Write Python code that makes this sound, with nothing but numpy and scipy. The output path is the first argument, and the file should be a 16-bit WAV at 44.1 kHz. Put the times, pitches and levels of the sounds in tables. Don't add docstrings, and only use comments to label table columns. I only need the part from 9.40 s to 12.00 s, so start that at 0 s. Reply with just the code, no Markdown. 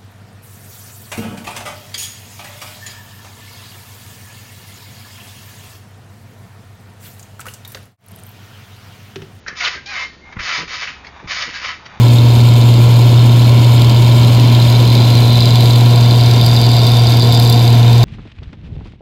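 import sys
import numpy as np
from scipy import signal
from scipy.fft import rfft, irfft
from scipy.io import wavfile
from scipy.ndimage import uniform_filter1d

SR = 44100
rng = np.random.default_rng(int(sys.argv[2]) if len(sys.argv) > 2 else 0)


def generate_wav(sig):
    pcm = np.round(np.clip(np.atleast_2d(sig).T, -1, 1) * 32767).astype(np.int16)
    wavfile.write(sys.argv[1], SR, pcm)


N = 114660
T = np.arange(N) / SR

# f/Hz, level/dB
STEEL_SPECTRUM = [(240, -51.5), (400, -22.5), (484, -15.5), (746, -13), (882, -10), (1340, -5.5),
                  (2140, -0.5), (2780, -8), (5010, -2), (6590, -11.5), (7000, -15.5), (9100, -56)]


def amp(db):
    return 10 ** (np.asarray(db) / 20)


def unit(x):
    return x / np.sqrt(np.mean(x ** 2) + 1e-20)


def unit_energy(x):
    return x / np.linalg.norm(x)


def add(mix, s, sound):
    part = mix[max(round(s * SR), 0):][:len(sound)]
    part += sound[:len(part)]


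def arch(s, length):
    return np.sin(np.pi * np.clip((T - s) / length, 0, 1)).clip(0)


def drift(seconds):
    hz = np.fft.rfftfreq(N, 1 / SR)
    return unit(irfft(rfft(rng.standard_normal(N)) * np.exp(-(hz * seconds) ** 2), N))


def colour(x, points, tilt_db=0):
    size = 4096
    hz = np.maximum(abs(np.fft.fftfreq(size, 1 / SR)), 1)
    point_hz, point_db = np.transpose(points)
    db = np.interp(np.log(hz), np.log(np.maximum(point_hz, 1)), point_db)
    db += tilt_db * np.log2(np.maximum(hz / 2000, 1))
    log_gain = np.log(amp(np.maximum(db, -100)))
    taps = np.fft.ifft(np.exp(np.conj(signal.hilbert(log_gain)))).real
    return signal.fftconvolve(x, taps[:size // 2] / np.linalg.norm(taps))[:len(x)]


def band(x, hz, kind, order=4):
    return signal.sosfilt(signal.butter(order, hz, kind, fs=SR, output="sos"), x)


def garden():
    # f/Hz, level/dB
    air_spectrum = [(12, -32), (20, -10), (87, -2.5), (361, -11), (790, -17), (1820, -19.5), (4610, -26.5),
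                    (7000, -31.5), (9100, -62)]
    air = unit(colour(rng.standard_normal(N), air_spectrum)) * amp(-46 + .8 * drift(0.053))
    hum_hz = 70.8 * (1 + 0.076 * drift(0.09))
    hum = np.sin(2 * np.pi * np.cumsum(hum_hz) / SR) * (1 + 0.19 * drift(0.13))
    return air + amp(-51) * unit(hum)


def screeches():
    # t/s, length/s, centre f/Hz, level/dB
    bites = [(0.063, 0.12, 1650, -30.5), (0.204, 0.033, 2170, -25), (0.248, 0.023, 3380, -14.5),
             (0.992, 0.022, 2006, -23), (1.471, 0.053, 2120, -26)]
    half_width, rise_s = 0.22, 0.00067
    out = np.zeros(N)
    for s, length, hz, db in bites:
        edges_hz = [hz * (1 - half_width), hz * (1 + half_width)]
        cry = unit(band(rng.standard_normal(N), edges_hz, "band", order=2))
        envelope = np.clip((T - s) / rise_s, 0, 1) * np.clip(1 - (T - s) / length, 0, 1)
        out += amp(db) * cry * envelope
    return out


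def coil_resonance(steel, count=20):
    low_hz, high_hz, t60 = 1710, 4910, .6
    t = T[:SR]
    pitches = [low_hz + (high_hz - low_hz) * (k + rng.random()) / count for k in range(count)]
    ring = sum(np.sin(2 * np.pi * hz * t) for hz in pitches) * amp(-60 * t / t60)
    return amp(-27) * signal.fftconvolve(steel, unit_energy(ring))[:N]


def echoes(x):
    delay_s, t60, echoes_per_s = .012, 0.31, 2000
    t = T[:SR // 2]
    taps = rng.standard_normal(len(t)) * (rng.random(len(t)) < echoes_per_s / SR)
    taps *= (t > delay_s) * amp(-60 * t / t60)
    return amp(-12) * signal.fftconvolve(x, unit_energy(taps))[:N]


def thuds():
    # t/s, length/s, level/dB
    loads = [(0.075, .075, -46), (0.341, 0.048, -41), (1.174, 0.075, -31.5), (1.815, .06, -42),
             (2.052, 0.055, -38.5)]
    rumble = band(rng.standard_normal(N), hz=[135.2, 513], kind="band")
    knocking = unit(rumble * amp(4 * drift(0.0069)))
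    return knocking * sum(amp(db) * arch(s, length) for s, length, db in loads)


def spring(mode_db):
    # f/Hz, level/dB
    steel_modes = [(979, -8), (1173, -6.5), (1270, 0), (1367, -6), (1862, -1.5), (1959, -1), (2110, -11.5),
                   (2411, -4.5), (2605, 1.5), (3025, 2.5), (3111, 0), (3714, -3), (3843, 0)]
    hook_t60, mode_t60 = 0.031, 0.23
    t = T[:SR // 2]
    hook = rng.standard_normal(len(t)) * amp(-60 * t / hook_t60)
    modes = np.zeros(len(t))
    for hz, db in steel_modes:
        own_hz = hz * (1 + 0.0072 * rng.standard_normal())
        modes += amp(db - 60 * t / mode_t60) * np.sin(2 * np.pi * (own_hz * t + rng.random()))
    ring = amp(2) * unit_energy(hook) + amp(mode_db) * unit_energy(modes)
    ring[0] += amp(-5.5)
    return unit_energy(ring)


def clinks():
    # t/s, relative level/dB, treble tilt/(dB per octave)
    hits = [(0.0828, -14, -3.5), (0.2064, -18.5, 4), (0.277, -7, -5), (0.9282, -24, -10.5),
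            (0.969, -21, -20), (0.9958, -16.5, -7), (1.648, -25.5, -8.5), (1.67, -23.5, -7.5),
            (1.9102, -17.5, 0), (2.2454, -15, -11), (2.461, -22.5, -6.5)]
    scuff_s, chatter_s, knocks_per_s, gain_db = 0.006, .008, 1600, 16.5
    out, lead = np.zeros(N), SR // 50
    t = T[:SR // 4] - lead / SR
    envelope = np.exp(-np.maximum(t / chatter_s, -t / scuff_s))
    for s, db, tilt_db in hits:
        knocks = rng.standard_normal(len(t)) * (rng.random(len(t)) < knocks_per_s / SR)
        knocks *= amp(1) * envelope
        knocks[lead] = 1
        ring = colour(signal.fftconvolve(knocks, spring(mode_db=-19)), STEEL_SPECTRUM, tilt_db)
        add(out, s - lead / SR, amp(db + gain_db) * unit_energy(ring))
    return out


def squeals():
    # t/s, length/s, f/Hz, level/dB
    notes = [(0.09, 0.07, 1697, -40), (0.247, 0.025, 3030, -19), (0.352, 0.06, 1600, -38),
             (0.53, 0.165, 2116, -28.5), (0.805, 0.135, 2129, -43.5), (1.069, 0.1, 1375, -31),
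             (2.135, 0.06, 1639, -32)]
    wavering_time = np.cumsum(1 + .002 * drift(0.0043)) / SR
    roughness = 1 + .3 * drift(0.0076)
    out = np.zeros(N)
    for s, length, hz, db in notes:
        swell = arch(s, length) ** 1.2
        out += amp(db) * swell * np.sqrt(2) * np.sin(2 * np.pi * hz * wavering_time)
    return out * roughness


def slipping_hooks(count=6):
    slip_hz, spread_db, grip_db = 200.1, 2.5, 7.5
    out = np.zeros(N)
    for _ in range(count):
        rate = slip_hz * np.exp(.4 * drift(.1) + .2 * drift(.004))
        slips = np.diff(np.floor(np.cumsum(rate) / SR), prepend=0)
        slips *= amp(spread_db * rng.standard_normal(N) + grip_db * np.tanh(drift(0.032)))
        out += signal.fftconvolve(slips, spring(mode_db=-10))[:N]
    out = colour(out, STEEL_SPECTRUM)
    running_power = abs(uniform_filter1d(out ** 2, size=700))
    return out / np.sqrt(running_power + 1e-12)


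def rasping_creaks():
    # t/s, rasp level/dB, scrape level/dB
    strokes = [
        [(0.156, -40, -49), (0.172, -35.5, -33), (0.248, -20.5, -24), (0.28, -21, -32.5), (0.302, -34, -33.5),
         (0.35, -28.5, -33.5), (0.44, -55.5, -66.5)],
        [(0.452, -60.5, -75.5), (0.462, -50, -33.5), (0.484, -37, -37.5), (0.576, -24.5, -33),
         (0.632, -27, -32.5), (0.718, -55, -60), (0.74, -54, -52.5)],
        [(0.984, -52, -72), (0.996, -29.5, -39.5), (1.046, -29, -27.5), (1.076, -23, -28), (1.164, -21.5, -24),
         (1.222, -27.5, -34), (1.255, -43, -48)],
        [(1.278, -35.5, -39.5), (1.3, -32, -34.5), (1.345, -26, -28.5), (1.385, -34, -32), (1.433, -22.5, -30),
         (1.467, -35.5, -37), (1.479, -30.5, -36), (1.6, -51.5, -55.5)],
        [(1.868, -57, -60.5), (1.876, -32.5, -40.5), (1.888, -32, -35), (1.92, -21.5, -25.5),
         (1.944, -29.5, -29), (1.97, -24.5, -26.5), (2.005, -26, -28), (2.026, -21.5, -24), (2.06, -31, -34.5),
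         (2.11, -33, -37)],
        [(2.115, -37.5, -45), (2.157, -28.5, -30.5), (2.209, -34.5, -38.5), (2.249, -23.5, -31),
         (2.279, -27.5, -30.5), (2.297, -23, -31.5), (2.42, -57, -61.5)],
    ]
    crossover_hz, rise_db_per_s, fade_db_per_s = 3010, 3001, 404.5
    rasp_level, scrape_level = np.zeros((2, N))
    for stroke in strokes:
        s, rasp_db, scrape_db = np.transpose(stroke)
        before, after = np.maximum(s[0] - T, 0), np.maximum(T - s[-1], 0)
        fade = amp(-rise_db_per_s * before - fade_db_per_s * after)
        rasp_level = np.maximum(rasp_level, fade * amp(np.interp(T, s, rasp_db)))
        scrape_level = np.maximum(scrape_level, fade * amp(np.interp(T, s, scrape_db)))
    slips = slipping_hooks()
    rasp = unit(band(slips, crossover_hz, "low", order=5))
    scrape = unit(band(slips, crossover_hz, "high", order=5))
    return rasp_level * rasp + amp(-0.5) * scrape_level * scrape


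def pitched_creaks():
    # t/s, length/s, start f/Hz, middle f/Hz, end f/Hz, level/dB
    runs = [(0.458, .08, 785, 824, 800, -34), (0.512, .065, 785, 745, 730, -33.5),
            (0.204, .04, 730, 715, 690, -27)]
    harmonics = [-9, -4, 0, -14, -7, -13, -16]
    rise_s, fall_s = .008, .02
    out, jitter = np.zeros(N), 1 + .01 * drift(0.002)
    for s, length, start_hz, middle_hz, end_hz, db in runs:
        t = T[:round(length * SR)]
        hz = np.interp(t, [0, length / 2, length], [start_hz, middle_hz, end_hz])
        turns = np.cumsum(hz * jitter[:len(t)]) / SR
        tone = sum(amp(level) * np.cos(2 * np.pi * (k * turns + rng.random()))
                   for k, level in enumerate(harmonics, 1))
        envelope = np.minimum(t / rise_s, (length - t) / fall_s).clip(max=1) * (1 + t / length)
        add(out, s, amp(db) * unit(tone * envelope))
    return out


def released_coils():
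    # t/s, f/Hz, level/dB
    releases = [(0.6, 3924, -44), (0.63, 3085, -46), (0.64, 4457, -47), (0.695, 1836, -48),
                (1.49, 2541, -42), (2.29, 2620, -46)]
    rise_s, t60 = .012, .5
    out, t = np.zeros(N), T[:SR // 2]
    for s, hz, db in releases:
        turns = hz * np.cumsum(1 + .003 * drift(.003)[:len(t)]) / SR
        envelope = amp(db - 60 * t / t60) * np.minimum(t / rise_s, 1)
        add(out, s, envelope * np.sqrt(2) * np.sin(2 * np.pi * turns))
    return out


def jostles():
    # t/s, length/s, level/dB
    spells = [(0.842, 0.11, -45), (1.52, 0.22, -46), (1.72, 0.16, -40.5), (2.366, 0.13, -43.5),
              (2.485, 0.12, -40.5)]
    # f/Hz, level/dB
    padded_spectrum = [(180, -44.5), (300, -17), (495, -6.5), (1580, -7), (3770, -14), (7000, -33.5),
                       (9100, -56)]
    knocks_per_s, spread_db, t60 = 900, 2.5, .012
    t = T[:SR // 8]
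    knocks = (rng.random(N) < knocks_per_s / SR) * amp(spread_db * rng.standard_normal(N).clip(-2, 2))
    body = rng.standard_normal(len(t)) * amp(-60 * t / t60)
    rattle = colour(signal.fftconvolve(knocks, body)[:N], padded_spectrum)
    level = sum(amp(db) * arch(s, length) ** 0.41 for s, length, db in spells)
    return level * unit(rattle)


def landings():
    # t/s, f/Hz, relative level/dB
    pushes = [(0.966, 189, -18.5), (0.9717, 93, -18), (0.999, 65, -21.5), (1.843, 154, -22.5),
              (1.858, 70, -25.5)]
    rise_s, t60 = 0.003, 0.03
    out, t = np.zeros(N), T[:SR // 4]
    for s, hz, db in pushes:
        envelope = amp(db - 60 * t / t60) * (1 - np.exp(-t / rise_s))
        add(out, s, -2 * envelope * np.sin(2 * np.pi * hz * t))
    return out


def scene():
    steel = rasping_creaks() + clinks() + pitched_creaks() + screeches() + jostles()
    trampoline = steel + coil_resonance(steel) + squeals() + released_coils() + thuds() + landings()
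    return (trampoline + echoes(trampoline) + garden())[None]


def record(dry):
    edge_hz = 7020
    lowpass = signal.firwin(401, edge_hz, window=("kaiser", 9), fs=SR)
    return signal.oaconvolve(dry, lowpass[None], "same")


dry = scene()
out = record(dry)
generate_wav(out)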